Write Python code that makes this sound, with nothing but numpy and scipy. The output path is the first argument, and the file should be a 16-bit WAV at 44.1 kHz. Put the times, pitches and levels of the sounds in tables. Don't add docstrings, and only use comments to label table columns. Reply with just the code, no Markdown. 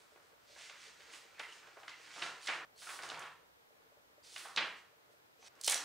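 import sys
import numpy as np
from scipy import signal
from scipy.fft import rfft, irfft
from scipy.io import wavfile
from scipy.ndimage import uniform_filter1d

SR = 44100
rng = np.random.default_rng(int(sys.argv[2]) if len(sys.argv) > 2 else 0)


def int16_out(signal):
    q = np.round(np.clip(np.atleast_2d(signal).T, -1, 1) * 32767)
    wavfile.write(sys.argv[1], SR, q.astype(np.int16))


def rack_gain(trim_db):
    fader = np.asarray(trim_db, float)
    return 10 ** (fader / 20)


N = 257544

SCENE_CHANGES = (2.65, 5.484)


def read(table, hz):
    f, v = np.transpose(table)[:2]
    return np.interp(np.log(hz + 1), np.log(f), v)


def shape(x, gain):
    n = x.shape[-1]
    return irfft(rfft(x) * gain(np.arange(n // 2 + 1) * SR / n), n)


def level(x, db):
    return x * rack_gain(db) / np.sqrt(np.mean(x ** 2))


def bell(f, hz, below, above):
    octaves = np.log2((f + 1) / hz)
    return rack_gain(-6 * (octaves / np.where(octaves < 0, below, above)) ** 2)


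def walk(rate):
    k = int(SR / rate)
    held = np.repeat(rng.standard_normal(N // k + 1), k)
    return 1.48 * uniform_filter1d(held, k)[:N]


def slips(per_s, spread_db):
    happens = rng.random(N) < per_s / SR
    return happens * rng.standard_normal(N) * rack_gain(spread_db * np.minimum(rng.exponential(size=N), 3))


def ring(x, hz, t60):
    r, w = np.exp(-np.log(1000) / (t60 * SR)), 2 * np.pi * hz / SR
    return signal.lfilter([0, r * np.sin(w)], [1, -2 * r * np.cos(w), r * r], x)


def swells(s, peak_db, rise_s, fall_s, curve):
    block = 32
    t = np.arange(0, N, block) / SR
    s, peak_db, rise_s, fall_s = (np.reshape(v, (-1, 1)) for v in (s, peak_db, rise_s, fall_s))
    rising = (s - t) / np.maximum(rise_s, .01)
    falling = (t - s) / np.maximum(fall_s, .01)
    db = peak_db - 20 * np.maximum(rising, falling) ** curve
    same_scene = np.searchsorted(SCENE_CHANGES, t) == np.searchsorted(SCENE_CHANGES, s)
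    power = rack_gain(2 * db) * same_scene + 1e-14
    return np.repeat(power, block, axis=1)[:, :N]


def snaps(s, peak_db, hz, thump_db, wall_db, length, below, above, thump_hz, rise):
    size, lead = 4096, 512
    out = np.zeros((2, N + size))
    t = np.arange(size) / SR - lead / SR
    fade = np.clip(1 + t / (rise * length), 0, 1) * np.exp(-np.log(1000) * np.maximum(t, 0) / length)
    events = np.broadcast(s, peak_db, hz, thump_db, wall_db)
    noises = rng.standard_normal((len(s), size))
    for (s, peak_db, hz, thump_db, wall_db), noise in zip(events, noises):
        puff = noise * fade
        both = np.array([puff, (t == 0) * np.linalg.norm(puff)])
        low_hz = thump_hz * rack_gain(np.clip(noise[0], -1, 2))
        crack = shape(both, lambda f: bell(f, hz, below, above))
        thump = shape(both, lambda f: bell(f, low_hz, 0.9, 1.0))
        snap = crack / np.abs(crack[0]).max() + rack_gain(thump_db) * thump / np.abs(thump[0]).max()
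        i = int((s + rise * length / 2) * SR) - lead
        out[:, i:i + size] += rack_gain(peak_db - 0.5 + np.array([[0], [wall_db]])) * snap
    return out[:, :N]


def pages():
    # time in seconds, peak in dB, centre in Hz, relative thump in dB.
    flicks = [(0.16, -55.5, 1380, -1), (0.324, -64.5, 1100, -11), (0.563, -46.5, 1200, -11),
              (.594, -53.5, 1000, -20), (1.347, -55, 1560, -18), (3.204, -40.5, 1200, -22),
              (3.255, -45, 1500, -24), (3.278, -48, 1700, -20), (0.6971, -41, 1730, -25),
              (1.256, -59, 420, -17.5), (1.7696, -44.5, 1060, -22), (1.833, -45.5, 1460, -12),
              (1.8804, -33.5, 2200, -26), (2.223, -24, 1750, -21), (2.4736, -24.5, 2750, -37),
              (2.82, -46, 1500, -21), (2.995, -47, 1190, -9), (3.1175, -40.5, 1120, -1.5),
              (3.1728, -41, 1200, -19), (4.3618, -33.5, 2380, -20), (4.403, -46, 2040, -23),
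              (5.4266, -49.5, 2700, -5.5)]
    # time in seconds, peak in dB, centre in Hz,
    # relative thump in dB.
    buckles = [(1.002, -48, 2050, -18), (1.0994, -48, 2470, -20), (1.1343, -41, 2240, -15.5),
               (1.4357, -50, 2070, -15), (1.67, -50.5, 1780, -10), (1.772, -51.5, 850, -23),
               (2.164, -43, 1370, -9), (2.8688, -40.5, 1310, -32), (2.8891, -37, 1400, -34),
               (3.0322, -41, 1390, -7.5), (3.1003, -39.5, 1130, -27.5), (3.142, -42.5, 1500, -30),
               (3.2224, -39.5, 1340, -34), (3.265, -55, 1410, -30), (4.4525, -40, 1090, -26)]
    # time in seconds, peak in dB, centre in Hz, relative thump in dB,
    # share to the walls in dB.
    slaps = [
        (1.396, -33.5, 2060, -25, -8),
        (2.219, -29, 3100, -26, -2),
        (2.4832, -25.5, 2100, -27.5, 0.5),
        (3.231, -46, 1500, -7, -9),
        (4.5745, -21, 2780, -23, -3.5),
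    ]
    # time in seconds, peak in dB, centre in Hz.
    crackles = [(1.3953, -38.5, 3820), (1.8815, -61, 4760), (1.894, -44, 5200), (2.471, -31.5, 3900),
                (3.0234, -39.5, 4100), (3.034, -38, 4500), (3.0892, -36, 4500), (2.9906, -34.5, 1400),
                (0.6967, -42, 2970), (3.1, -35, 3180), (3.144, -39.5, 2300), (3.225, -44, 2800),
                (0.62, -53, 2500), (0.756, -51, 1610), (1.434, -41, 2120), (1.469, -47, 2100),
                (1.63, -51, 1500), (4.394, -45, 2800), (4.452, -50, 3000), (4.497, -51, 1500),
                (3.194, -40.5, 7100), (4.486, -47, 4100), (4.5625, -25.5, 3700)]
    out = snaps(*np.transpose(flicks), wall_db=-3.5,
                length=.016, below=0.95, above=0.96, thump_hz=515, rise=0.2397)
    out += snaps(*np.transpose(buckles), wall_db=-2.5,
                 length=.035, below=0.82, above=1.0, thump_hz=520, rise=.25)
    out += snaps(*np.transpose(slaps),
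                 length=.054, below=1.43, above=0.6, thump_hz=370, rise=.11)
    out += snaps(*np.transpose(crackles), thump_db=-13.0, wall_db=-4.5,
                 length=.01, below=0.55, above=0.75, thump_hz=1000, rise=0.3)
    return out


def slide():
    # time of fastest motion in seconds, scrape in dB,
    # seconds to gain 20 dB, seconds to lose 20 dB, brightness in dB.
    drags = [(0, -74, .1, .5, 6), (.54, -66, 0.15, -0.1, -1), (0.629, -56, 0.1449, 0.11, -2.5),
             (.86, -60.5, 0.23, 0.1, -4), (1.015, -73, 0.12, 0.4, -2), (1.11, -65, 0.3, 0.13, -7.5),
             (1.139, -57.5, 0.03, 0.08, 9), (1.2, -70.5, 0.6, 0.5, -5), (1.397, -60, 0, 0.06, 14.5),
             (1.53, -60, 0.12, 0.1, -2.5), (1.65, -73, 1, 0.2, -10), (1.9, -69.5, 0.35, 0.5, 0.5),
             (2.034, -64, 0.13, 0.8, -9.5), (2.11, -62, -0.03, 0, -27), (2.196, -54, 0.08, 0.12, -0.5),
             (2.26, -53.5, 0.2, 0.06, -2), (2.443, -53, 0.05, 0.14, 4.5), (2.55, -65.5, 0.57, 0, -10),
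             (2.818, -55.5, 0.06, 0.2055, 9), (2.89, -58, 0.08, 0.15, 12), (2.95, -61, 0.08, 0.04, 9),
             (3.035, -58, 0.04, 0.06, 7.5), (3.1, -61.5, 0, 0.13, 5), (3.17, -65.5, 0.05, 0.2, 4),
             (4.25, -60, 0.02, 0.16, 6), (4.3, -61, 0.06, 0.18, 6), (4.39, -58, 0.12, 0.1663, 12),
             (4.49, -61, 0.03, 0.15, 6), (4.62, -63, 0.06, 0.17, 2), (4.77, -67, 0, 0.05, 2),
             (5.13, -78.5, 0.04, -0.27, 15), (5.47, -61, 0.09, 2.2, 0), (5.649, -57, 0.06, -0.2, 11),
             (5.7, -42, 0.04, 0.05, -4), (5.79, -57, 0.17, .4, -7)]
    # time of deepest bend in seconds, boom in dB, seconds to gain 20 dB,
    # seconds to lose 20 dB.
    bends = [(0, -69.5, .1, 0.5), (.57, -74, 0.1, 0.5), (.86, -73, 7, 9), (1.12, -64, 0.5, 0.05),
             (1.39, -64, 0.4, 1), (1.62, -70, 1.5, 0.5), (1.97, -61, 0.2, 0.2), (2.172, -65, 2.5, 0.5),
             (2.25, -45, 0.1, 0.12), (2.5, -52, 0.1, 3), (2.83, -60.5, 0.02, 0.43), (2.885, -55, 0.04, 0.2),
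             (3.0, -52, 0.06, 0.15), (3.045, -51, 0.09, 0.1), (3.12, -52, 0.13, 0.11),
             (3.175, -56, 0.13, 0.08), (3.24, -56, 0.14, 0.1), (3.6, -83, -20, 8), (4.37, -58.5, 0.13, 0.3),
             (4.46, -59.5, 0.12, 0.32), (4.6, -41, 0.0057, 0.11), (5.1, -75, 0.5, 0.2), (5.47, -62, 0, 1),
             (5.6, -70.5, 5, -8), (5.74, -55.5, 0.24, 5)]
    # time in seconds, level in dB.
    gusts = [
        (2.2, -69),
        (2.52, -76),
        (3.12, -67),
        (4.575, -73),
    ]
    # frequency in Hz, level in dB per Hz.
    scrape_colour = [(710, -86), (1200, -56), (1340, -9.5), (1950, -3), (4410, -2), (6800, -5), (8820, -8),
                     (14700, -25), (16000, -17)]
    # frequency in Hz, level in dB per Hz.
    boom_colour = [(88, -34), (150, -14.5), (213, -21), (351, -3.5), (500, -9.5), (1010, -3), (1420, -0.5),
                   (1710, -3.5), (5000, -19), (6500, -68), (11000, -120)]

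    *motion, stroke_bright_db = np.transpose(drags)
    strokes = swells(*motion, curve=1.8)
    bright_db = stroke_bright_db @ strokes / strokes.sum(axis=0)
    edge = shape(slips(9000, 3.4), lambda f: rack_gain(read(scrape_colour, f)))
    edge /= np.std(shape(edge, lambda f: (f > 4500) & (f < 10000)))
    edge += (rack_gain(bright_db) - 1) * shape(edge, lambda f: np.clip(f / 5000 - 1.4, 0, 1))
    edge += (rack_gain(-.8 * bright_db) - 1) * shape(edge, lambda f: np.clip(2.2 - f / 1600, 0, 1))
    sheet = level(shape(slips(2500, 4.9), lambda f: rack_gain(read(boom_colour, f))), -4.0)
    air = level(shape(rng.standard_normal(N), lambda f: bell(f, 167, 0.88, 0.19)), -4.0)

    scrape = np.sqrt(strokes.sum(axis=0))
    bend = np.sqrt(swells(*np.transpose(bends), curve=1).sum(axis=0))
    gust = np.sqrt(swells(*np.transpose(gusts), rise_s=0.078, fall_s=0.22, curve=1).sum(axis=0))
    scraping = scrape * edge * rack_gain(1.4 * walk(40) - 2.5)
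    booming = bend * sheet * rack_gain(2.1 * walk(25.03))
    return scraping + booming + gust * air


def trapped_air(table, width):
    out = np.zeros(N)
    noise = rng.standard_normal((2, N)) * rack_gain(3.0 * walk(120))
    for start, end, from_hz, to_hz, db in table:
        i, j = int(start * SR), int(end * SR)
        u = np.linspace(0, 1, j - i)
        pitch = from_hz * (to_hz / from_hz) ** u
        carrier = np.exp(2j * np.pi * np.cumsum(pitch) / SR)
        a, b = level(shape(noise[:, i:j], lambda f: rack_gain(-6 * (2 * f / (width * to_hz)) ** 2)), db)
        out[i:j] += np.real((a + 1j * b) * carrier) * np.sin(np.pi * u ** 0.72)
    return out


def pockets():
    # start in seconds, end in seconds, first pitch in Hz, last pitch in Hz, level in dB.
    tight_gaps = [(.63, 0.705, 1900, 2080, -64), (1.128, 1.19, 7700, 7600, -69),
                  (1.163, 1.25, 2800, 2580, -68), (1.34, 1.398, 2400, 2630, -69),
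                  (1.4, 1.489, 2050, 2024, -55), (1.47, 1.565, 2800, 2960, -60.5),
                  (1.853, 1.9, 9000, 9000, -77), (1.88, 1.969, 2300, 1970, -58),
                  (2.418, 2.466, 4500, 4660, -69), (2.749, 2.843, 4200, 4800, -68),
                  (2.87, 2.93, 1350, 1345, -52), (3.08, 3.133, 3100, 2860, -55.5),
                  (4.222, 4.357, 4800, 4530, -68.5), (5.4, 5.498, 6000, 6060, -69.5)]
    return trapped_air(tight_gaps, width=0.13) * rack_gain(np.array([[0], [-12]]))


def hollows():
    # start in seconds, end in seconds, first pitch in Hz, last pitch in Hz, level in dB.
    arches = [(0.465, 0.6, 4490, 3980, -67), (0.56, 0.69, 2604, 2496, -61), (0.715, 0.78, 1800, 1504, -62),
              (0.761, .95, 1800, 1610, -72), (1.377, 1.413, 1990, 2200, -57), (1.42, 1.6, 2200, 2400, -65),
              (1.672, 1.74, 1900, 1900, -70), (1.768, 1.8, 1890, 1920, -72),
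              (2.23, 2.32, 1700, 1402, -51.5), (2.495, 2.57, 2300, 1900, -44),
              (2.575, 2.645, 1600, 1510, -51), (2.89, 2.97, 2000, 1614, -59), (3.02, 3.08, 1198, 1100, -56),
              (3.195, 3.29, 1300, 1404, -54), (3.219, 3.286, 2800, 2500, -57.5),
              (4.369, 4.43, 2400, 1614, -63), (4.452, 4.55, 1100, 1220, -63), (4.585, 4.7, 2400, 2004, -47),
              (4.69, 4.8, 2000, 1800, -58.5)]
    return trapped_air(arches, width=0.7) * rack_gain(np.array([[-1.0], [-7.0]]))


def brushes():
    # time in seconds, peak in dB, centre in Hz,
    # share to the walls in dB, relative ring in dB.
    lifts = [(5.554, -56, 4700, -3, -35), (5.6126, -30.5, 6300, -16, -33.5), (5.627, -48, 7600, -10, -25),
             (5.6362, -31, 6600, -4, -23), (5.6444, -27.5, 5800, 1, -15), (5.638, -37, 4250, -9, -6.5),
             (5.647, -33, 4370, -12, -15), (5.655, -36.5, 4270, 5, -7), (5.664, -20, 11100, -10, -22)]
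    # time in seconds, peak in dB, centre in Hz,
    # relative thump in dB, relative ring in dB.
    landing = [(5.6761, -21.5, 4920, -15, -32), (5.6777, -19, 9100, -25, -4.5),
               (5.6797, -18.5, 3480, -11.5, -26), (5.682, -23.5, 7300, -9.5, -11),
               (5.689, -31, 3630, -18, -32), (5.6975, -17, 9400, -19, -13), (5.7005, -26, 4520, -13.5, -21),
               (5.708, -21.5, 9100, -14, -16), (5.7107, -22, 8600, -10.5, -14),
               (5.7185, -21, 8050, -20, -13), (5.722, -20.5, 8200, -20.5, -12),
               (5.7259, -27.5, 2290, -16, -14), (5.73, -26.5, 2120, -10.5, -13.5),
               (5.7438, -21.5, 5780, -20, -15.5), (5.7441, -27, 7800, -22, -6),
               (5.757, -33.5, 5920, -6.5, -4), (5.766, -34, 5770, -20, -11), (5.777, -29, 5860, -25, -15),
               (5.7874, -36, 5930, -27, -9), (5.804, -35, 5370, -18, -14)]
    *lifted, wall_db, _ = np.transpose(lifts)
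    knocks = snaps(*lifted, thump_db=-40, wall_db=wall_db,
                   length=.013, below=0.65, above=1.0, thump_hz=760, rise=.08)
    knocks += snaps(*np.transpose(landing)[:-1], wall_db=-6.5,
                    length=.012, below=0.79, above=0.59, thump_hz=785, rise=.08)
    for s, peak_db, hz, *_, ring_db in lifts + landing:
        blow = np.arange(N) == int(s * SR)
        t60 = 0.073 * min(5800 / hz, 1) ** 3
        knocks += rack_gain(peak_db + ring_db) * ring(blow, hz, t60) * rack_gain(np.array([[0], [-10]]))
    return knocks


def room():
    # frequency in Hz, t60 in seconds.
    decay = [(200, 0.49), (600, 0.43), (1500, 0.47), (3700, 0.42), (9000, 0.33)]
    # frequency in Hz, level in dB.
    wall_tone = [(300, -1.5), (800, 1), (1500, 0), (2200, -1), (3500, -1.5), (8000, -1)]
    # frequency in Hz, side minus mid in dB.
    wall_side = [(60, -10), (110, -18), (200, -26), (380, -18), (700, -18), (1290, -11.5), (2380, -10),
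                 (4400, -8), (8120, -11), (15000, 21)]
    t = np.arange(SR) / SR
    dense = np.clip(t / .05, .05, 1)
    echoes = rng.standard_normal((2, SR)) * (rng.random(SR) < dense) / np.sqrt(dense)
    echoes *= np.clip((t - .003) / 0.00085, 0, 1)
    trail = np.zeros((2, SR))
    for hz in 45 * 2. ** np.arange(0, 9, .5):
        band = shape(echoes, lambda f: np.clip(1 - 2 * np.abs(np.log2((f + 1) / hz)), 0, 1))
        trail += band * rack_gain(-60 * t / read(decay, hz))
    ripple = uniform_filter1d(np.abs(rfft(trail[0])) ** 2, size=150)
    trail = shape(trail, lambda f: rack_gain(read(wall_tone, f)) * np.sqrt(read(decay, f) / ripple))
    mid, side = trail / np.sqrt(np.sum(trail[0] ** 2))
    side = shape(side, lambda f: rack_gain(np.minimum(read(wall_side, f), 7)))
    return np.array([mid + side, mid - side])


def bump():
    # time in seconds, peak in dB, pitch in Hz, t60 in seconds.
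    s, peak_db, hz, t60 = (5.715, -72, 45, 4)
    return rack_gain(peak_db) * ring(np.arange(N) == int(s * SR), hz, t60)


def lens_motor():
    # time in seconds, peak in dB, relative upper ring in dB.
    ticks = [(0.119, -58.5, 0.5), (0.327, -58.5, -5), (0.495, -64, 9), (0.704, -63, 9.5), (0.87, -58.5, -6),
             (0.997, -62, 2), (1.079, -57.5, -15), (1.248, -58, -15), (1.487, -56, -4), (1.675, -56, -13),
             (1.775, -59.5, 5), (1.996, -57, -6), (2.372, -57.5, -13), (2.761, -62, -11.5),
             (3.347, -64.5, -29), (3.425, -60.5, -7), (3.592, -66, -15), (3.705, -66.5, 6.5),
             (3.8, -61, -18), (3.918, -64.5, 5.5), (3.969, -62.5, 6), (4.096, -63, -11), (4.179, -64, 9),
             (4.259, -61, -17), (4.926, -72.5, 14), (5.011, -75, -18), (5.095, -63, 1), (5.137, -62, 4),
             (5.39, -58, -18), (5.604, -61.5, 0)]
    # pitch in Hz, t60 in seconds.
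    modes = [
        (450, 0.062),
        (590, 0.059),
        (680, 0.099),
    ]
    s, peak_db, upper_db = np.transpose(ticks)
    low, high = np.zeros((2, N))
    low[(s * SR).astype(int)] = rack_gain(peak_db + 3.0)
    high[(s * SR).astype(int)] = rack_gain(peak_db + upper_db)
    low += slips(32, 0.83) * rack_gain(-67)
    high += slips(25, 0.99) * rack_gain(-70.5)
    body = ring(low, *modes[0]) + ring(high, *modes[1]) + 0.14 * ring(high, *modes[2])
    body = np.roll(uniform_filter1d(body, size=20), SR // 400)
    return 0.88 * shape(body, lambda f: bell(f, 572, 0.43, 0.75)) * np.array([[1.1], [.9]])


def hiss():
    # frequency in Hz, level in dB per Hz.
    mid_colour = [(18, -16), (30, -2), (184, -9), (540, -3), (962, -6), (1910, -11), (2750, -14),
                  (3980, -14), (4300, -15), (5900, -17.5), (10200, -22), (14800, -18), (16000, -23)]
    # frequency in Hz, level in dB per Hz.
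    side_colour = [(18, -26), (30, -22), (70, -15.5), (526, -0.5), (702, -3), (1350, -2), (2010, -5.5),
                   (2540, -8), (3770, -11.5), (11100, -23.5), (14000, -16.5), (16000, -30)]
    # frequency in Hz, rms level in dB.
    hum = [
        (118.4, -90),
        (172.3, -93.5),
    ]
    mid = level(shape(rng.standard_normal(N), lambda f: rack_gain(read(mid_colour, f))), -71.5)
    side = level(shape(rng.standard_normal(N), lambda f: rack_gain(read(side_colour, f))), -68)
    waver_db = 2 * walk(6)
    for hz, db in hum:
        mid = mid + rack_gain(db + waver_db) * np.sin(2 * np.pi * hz * np.arange(N) / SR)
    return np.array([mid + side, mid - side])


def scene():
    # frequency in Hz, level in dB.
    air_path = [(6000, -0.5), (10300, -2), (11500, -9), (16000, -10)]
    # frequency in Hz, left minus right in dB.
    balance = [(60, 0.5), (110, 2), (200, -0.5), (380, 0.5), (700, 0), (1290, -1.5), (2380, -1.5),
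               (4400, -2), (8120, -3.5), (15000, -1.5)]
    sources = pages() + brushes() + slide() * rack_gain(np.array([[-1.5], [-4.0]]))
    trail = room() * rack_gain(2.5)
    direct, send = sources + pockets() + hollows()
    out = np.array([direct, direct])
    edges = [0, *(int(s * SR) for s in SCENE_CHANGES), N]
    for a, b in zip(edges, edges[1:]):
        out[:, a:b] += signal.fftconvolve(send[None, a:b], trail, axes=1)[:, :b - a]
    halves = np.array([[.5], [-.5]])
    out = shape(out, lambda f: rack_gain(read(air_path, f) + read(balance, f) * halves))
    return out + bump() + lens_motor() + hiss()


def roll_off(x):
    return signal.sosfilt(signal.butter(12, 16350, fs=SR, output="sos"), x)


def record(dry):
    # centre in Hz, width in Hz, depth in dB.
    hz, width, db = (11250, 170, -9)
    # frequency in Hz, level in dB.
    capsule = [(28, -5), (50, -23), (62, 0), (16000, 0)]
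    top_hz = 15750

    def microphone(f):
        notch_db = db * np.exp(-((f - hz) / width) ** 2)
        return rack_gain(read(capsule, f) + notch_db) * (f < top_hz)

    return roll_off(shape(dry, microphone))


dry = scene()
out = record(dry)
int16_out(out)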